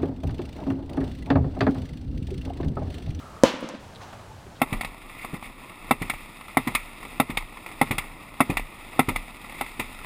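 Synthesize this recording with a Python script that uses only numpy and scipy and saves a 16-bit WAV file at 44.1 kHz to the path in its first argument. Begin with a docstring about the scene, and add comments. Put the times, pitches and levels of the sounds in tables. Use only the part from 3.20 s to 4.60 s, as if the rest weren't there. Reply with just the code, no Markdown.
"""A faint whistle comes down a driveway: a thrown ball, which bangs into a target panel by a garage door.
The bang overloads the microphone, rattles round the yard and comes back from the houses nearby.
Small clicks, shoe scuffs on the concrete and one far-off ring follow.
Behind it all is quiet outdoor air, which dips briefly after the bang."""
import sys
import numpy as np
from scipy import signal
from scipy.fft import rfft, irfft, next_fast_len
from scipy.io import wavfile

SR = 44100
rng = np.random.default_rng(int(sys.argv[2]) if len(sys.argv) > 2 else 0)


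def wav_record(signal):
    """Record a signal, one row per channel, as 16-bit PCM in the file named by sys.argv[1]."""
    frames = np.transpose(np.atleast_2d(signal))
    bounded = np.clip(frames, -1, 1)
    # unit amplitude maps onto the largest positive 16-bit level
    quanta = np.round(bounded * 32767).astype(np.int16)
    wavfile.write(sys.argv[1], SR, quanta)


N = 61739
HIT_S = .236


def amp(db):
    return 10 ** (np.asarray(db) / 20)


def unit_rms(x):
    return x / np.sqrt(np.mean(x ** 2) + 1e-20)


def along(points, hz):
    """Read a curve of (freq_hz, value) points on a log frequency axis."""
    freqs, values = np.transpose(points)
    return np.interp(np.log(hz + 1), np.log(freqs + 1), values)


def since(start_s):
    """Seconds since start_s, zero before."""
    return np.maximum(np.arange(N) / SR - start_s, 0)


def fade(t, t60):
    """Gain of a free decay, 60 dB down after t60 seconds."""
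    return np.exp(-np.log(1000) * t / t60)


def ring(t, hz, t60):
    """A damped sine."""
    return np.sin(2 * np.pi * hz * t) * fade(t, t60)


def swell(start_s, db, rise_s, t60_s):
    """An envelope that rises and then dies away."""
    return amp(db) * np.minimum(since(start_s) / rise_s, 1) * fade(since(start_s + rise_s), t60_s)


def filtered(x, response):
    """Shape x by a gain that depends on frequency."""
    size = next_fast_len(N + SR // 2)
    return irfft(rfft(x, size) * response(np.fft.rfftfreq(size, 1 / SR)), size)[:N]


def cut(x, hz, kind):
    """A causal low-pass or high-pass."""
    return signal.sosfilt(signal.butter(2, hz, kind, fs=SR, output="sos"), x)


def noise(colour):
    """Coloured noise of rms 1; the colour's levels are relative."""
    return unit_rms(filtered(rng.standard_normal(N), lambda hz: amp(along(colour, hz))))


# Modes of the panel in front of the garage door: pitch_hz, level_db, t60_s
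PANEL_MODES = [(211, -16, 0.027), (284.5, -2.5, 0.024), (350, -9, 0.048), (523.4, 1, 0.032),
               (521, -32.5, 1), (900, -15, 0.087), (972, -47, 0.21), (1700, -3, 0.0045),
               (3550, -17, 0.0026)]


def bang(start_s, contact_s=.00017):
    """The ball cracks against the panel, which rings briefly and shoves a little air as it yields."""
    t = since(start_s)
    crack = amp(3) * ring(t, hz=6020, t60=.00075)
    modes = sum(amp(db) * ring(t, hz, t60) for hz, db, t60 in PANEL_MODES)
    take_up = 1 - np.exp(-t / contact_s)
    push = amp(-20.5) * ring(t, hz=55, t60=.037)
    return cut(modes * take_up, hz=163, kind="high") + crack + push


def whistle(pitch_hz=1280, sag_hz_per_s=336, width_hz=105, level_db=-49.5):
    """Air sings over the ball on its way down the driveway, sinking as it slows, until the hit."""
    t = since(0)
    waver = filtered(rng.standard_normal(N), lambda hz: np.exp(-(hz / width_hz) ** 2 / 2))
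    tone = np.sin(2 * np.pi * np.cumsum(pitch_hz - sag_hz_per_s * t) / SR)
    return amp(level_db) * unit_rms(waver * tone) * (t < HIT_S)


# Walls around the driveway, nearest first: delay_s, level_db, cutoff_hz
WALL_ECHOES = [(.0125, -19, 5000), (0.0183, -14.5, 2500), (0.1023, -24, 580), (0.1057, -24.5, 328),
               (0.1901, -22.5, 683), (.194, -25.5, 318), (0.2037, -27, 347), (.207, -21.5, 300),
               (.3022, -27.5, 600), (.315, -31.5, 490)]


def wall_echoes():
    """Each wall sends a duller copy of the bang back to the microphone."""
    return sum(amp(db) * cut(bang(HIT_S + delay), hz, "low") for delay, db, hz in WALL_ECHOES)


# Colour of the scatter close by, off door, fence and eaves: freq_hz, level_db
YARD_COLOUR = [(70, -46), (140, -0.5), (260, 8.5), (400, 5.5), (530, 4), (800, -2), (1020, -1),
               (1300, -7.5), (2200, -8.5), (3000, -8.5), (4500, -15.5), (6000, -14.5), (9000, -25.5),
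               (12000, -29.5), (15500, -42)]
# How long it hangs in the yard: freq_hz, t60_s
YARD_DECAY = [(150, 0.24), (280, 0.28), (500, 0.21), (1000, 0.57), (3000, 0.49), (7000, 0.31),
              (14000, 0.27)]


def yard_scatter(level_db=-19, rise_s=.001):
    """Dense reflections of the bang fill the yard; each frequency dies at its own speed."""
    hz, frame_s, spectrum = signal.stft(noise(YARD_COLOUR), SR, nperseg=256)
    decay = fade(np.maximum(frame_s - HIT_S, 0), along(YARD_DECAY, hz)[:, None])
    tail = signal.istft(spectrum * decay, SR)[1][:N]
    onset = 1 - np.exp(-since(HIT_S) / rise_s)
    return amp(level_db) * tail * onset


# Colour of the picket fence's answer, a few metres off: freq_hz, level_db
FENCE_COLOUR = [(600, -20), (1300, -6), (2000, -9), (3000, 2.5), (4500, -4), (7000, -38), (15000, -33)]


def fence_burst(delay_s=.022):
    """A row of pickets smears the crack into a bright burst."""
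    return noise(FENCE_COLOUR) * swell(HIT_S + delay_s, db=-30, rise_s=.017, t60_s=.15)


# House fronts, tens of metres away: delay_s, level_db, t60_s
HOUSE_RETURNS = [(0.1, -36.5, 1), (0.189, -37, 0.62), (0.254, -40, 0.35), (0.306, -39.5, 0.19)]
# Their colour from that distance: freq_hz, level_db
HOUSE_COLOUR = [(80, -15), (170, 5), (270, 12), (400, -7.5), (530, 7), (700, -4), (1000, -0.5),
                (1600, -5.5), (3500, -9.5), (6000, -20), (10000, -33), (15500, -57)]


def house_scatter(rise_s=.006):
    """The house fronts scatter the bang back in soft, late washes."""
    power = sum(swell(HIT_S + delay, db, rise_s, t60) ** 2 for delay, db, t60 in HOUSE_RETURNS)
    return noise(HOUSE_COLOUR) * np.sqrt(power)


# Small hard contacts on the driveway: start_s, tick_db, tick_hz, tick_t60_s, knock_db, knock_hz
CONCRETE_CLICKS = [(.4085, -34.5, 8900, 0.0013, -59, 900), (.4894, -18.5, 6230, 0.00065, -28, 895),
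                   (0.4916, -32, 6460, 0.0033, -55, 900), (.4960, -40, 9500, 0.0016, -37, 840),
                   (.5002, -40, 5550, 0.0042, -32, 743), (0.75, -36, 4020, 0.0035, -70, 870),
                   (0.7594, -31.5, 4000, 0.0037, -69, 900), (.7648, -34.5, 3440, 0.0043, -49, 900),
                   (0.9288, -43.5, 3180, .01, -42, 780), (1.268, -60, 3000, .005, -34, 374)]


def clicks(knock_cycles=9.3):
    """Each contact with the concrete is a bright tick on a brief knock."""
    sound = np.zeros(N)
    for start_s, tick_db, tick_hz, tick_t60_s, knock_db, knock_hz in CONCRETE_CLICKS:
        t = since(start_s)
        sound += amp(tick_db) * ring(t, tick_hz, tick_t60_s)
        sound += amp(knock_db) * ring(t, knock_hz, t60=knock_cycles / knock_hz)
    return sound


# Shoes scuffing on the driveway: start_s, level_db, rise_s, t60_s
SHOE_SCUFFS = [(0.8, -42.5, 0.016, 0.37), (0.825, -43.5, 0.009, 0.084), (.872, -46.5, 0.011, 0.38),
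               (0.926, -42.5, 0.0036, 0.22), (.982, -48, 0.012, 0.22)]
# Colour of a sole on concrete: freq_hz, level_db
SHOE_COLOUR = [(150, -22), (400, -6), (650, 4), (1150, 2), (1700, -4.5), (2500, -11), (4000, -11.5),
               (6000, -22), (9000, -26.5), (15500, -36)]


def scuffs(grit_db=1.5):
    """Soles drag over concrete, and the grit roughens their hiss."""
    roughness = unit_rms(cut(rng.standard_normal(N), hz=406, kind="low"))
    scrape = unit_rms(noise(SHOE_COLOUR) * amp(grit_db * roughness))
    power = sum(swell(*scuff) ** 2 for scuff in SHOE_SCUFFS)
    return scrape * np.sqrt(power)


# Sole or clothing, faint at the microphone: start_s, level_db, rise_s, t60_s, centre_hz, width_octaves
LIGHT_BRUSHES = [(.388, -60.5, 0.028, 0.085, 9050, 0.66), (.748, -52, 0.011, 0.04, 3840, 0.2),
                 (.805, -58, .015, 0.42, 6000, 0.22), (1.352, -54.5, 0.014, 0.11, 3570, 0.39)]


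def brushes():
    """Light rubbing makes brief, soft hisses as the thrower steps away."""
    sound = np.zeros(N)
    for start_s, db, rise_s, t60_s, centre_hz, octaves in LIGHT_BRUSHES:
        band = lambda hz: np.exp(-(np.log2((hz + 1) / centre_hz) / octaves) ** 2 / 2)
        hiss = unit_rms(filtered(rng.standard_normal(N), band))
        sound += hiss * swell(start_s, db, rise_s, t60_s)
    return sound


# One ring, far from the microphone: start_s, level_db, rise_s, t60_s
FAR_RING_SWELL = (1.085, -44, .03, .11)


def far_ring(pitch_hz=872):
    """Something rings faintly in the distance on a single pitch."""
    return swell(*FAR_RING_SWELL) * np.sin(2 * np.pi * pitch_hz * since(0))


# Colour of the open air beyond the yard: freq_hz, level_db
AIR_COLOUR = [(25, -14), (120, -7), (200, -5), (300, -10.5), (550, -10), (900, -9.5), (1400, -16),
              (2000, -20), (4000, -26), (8000, -30.5), (12000, -36), (15500, -42.5)]
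# Colour of the rumble beneath it: freq_hz, level_db
RUMBLE_COLOUR = [(10, -27), (28, -6.5), (52, 2), (70, 1), (100, 3), (150, -4), (250, -16.5), (600, -67)]


def outdoor_air(air_db=-46.5, fall_db_per_s=1, rumble_db=-48.5):
    """A distant wash eases slightly over a steady low rumble."""
    wash = noise(AIR_COLOUR) * amp(air_db - fall_db_per_s * since(0))
    return wash + noise(RUMBLE_COLOUR) * amp(rumble_db)


def background_dip(depth_db=-10, end_s=.591, recover_s=.005):
    """A gain that drops at the hit and comes back about a third of a second later."""
    dipped = (since(HIT_S) > 0) * np.exp(-since(end_s) / recover_s)
    return amp(depth_db * dipped)


def scene():
    """The throw, the bang, its reflections and the background, as they reach one microphone."""
    reflections = wall_echoes() + yard_scatter() + fence_burst() + house_scatter()
    small_sounds = clicks() + scuffs() + brushes() + far_ring()
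    ball = whistle() + bang(HIT_S)
    background = outdoor_air() * background_dip()
    return (ball + reflections + small_sounds + background)[None]


# A slight softening of the whole sound near 12.5 kHz, taking the edge off the crack: freq_hz, gain_db
TREBLE_SHAPE = [(10000, 0), (12500, -1.5), (14500, 0.5)]


def record(dry, top_hz=16000):
    """The bang's first swings clip the microphone; the sound is then softened and cut off at top_hz."""
    clipped = np.clip(dry[0], -1, 1)
    return filtered(clipped, lambda hz: amp(along(TREBLE_SHAPE, hz)) * (hz < top_hz))[None]


dry = scene()
out = record(dry)
wav_record(out)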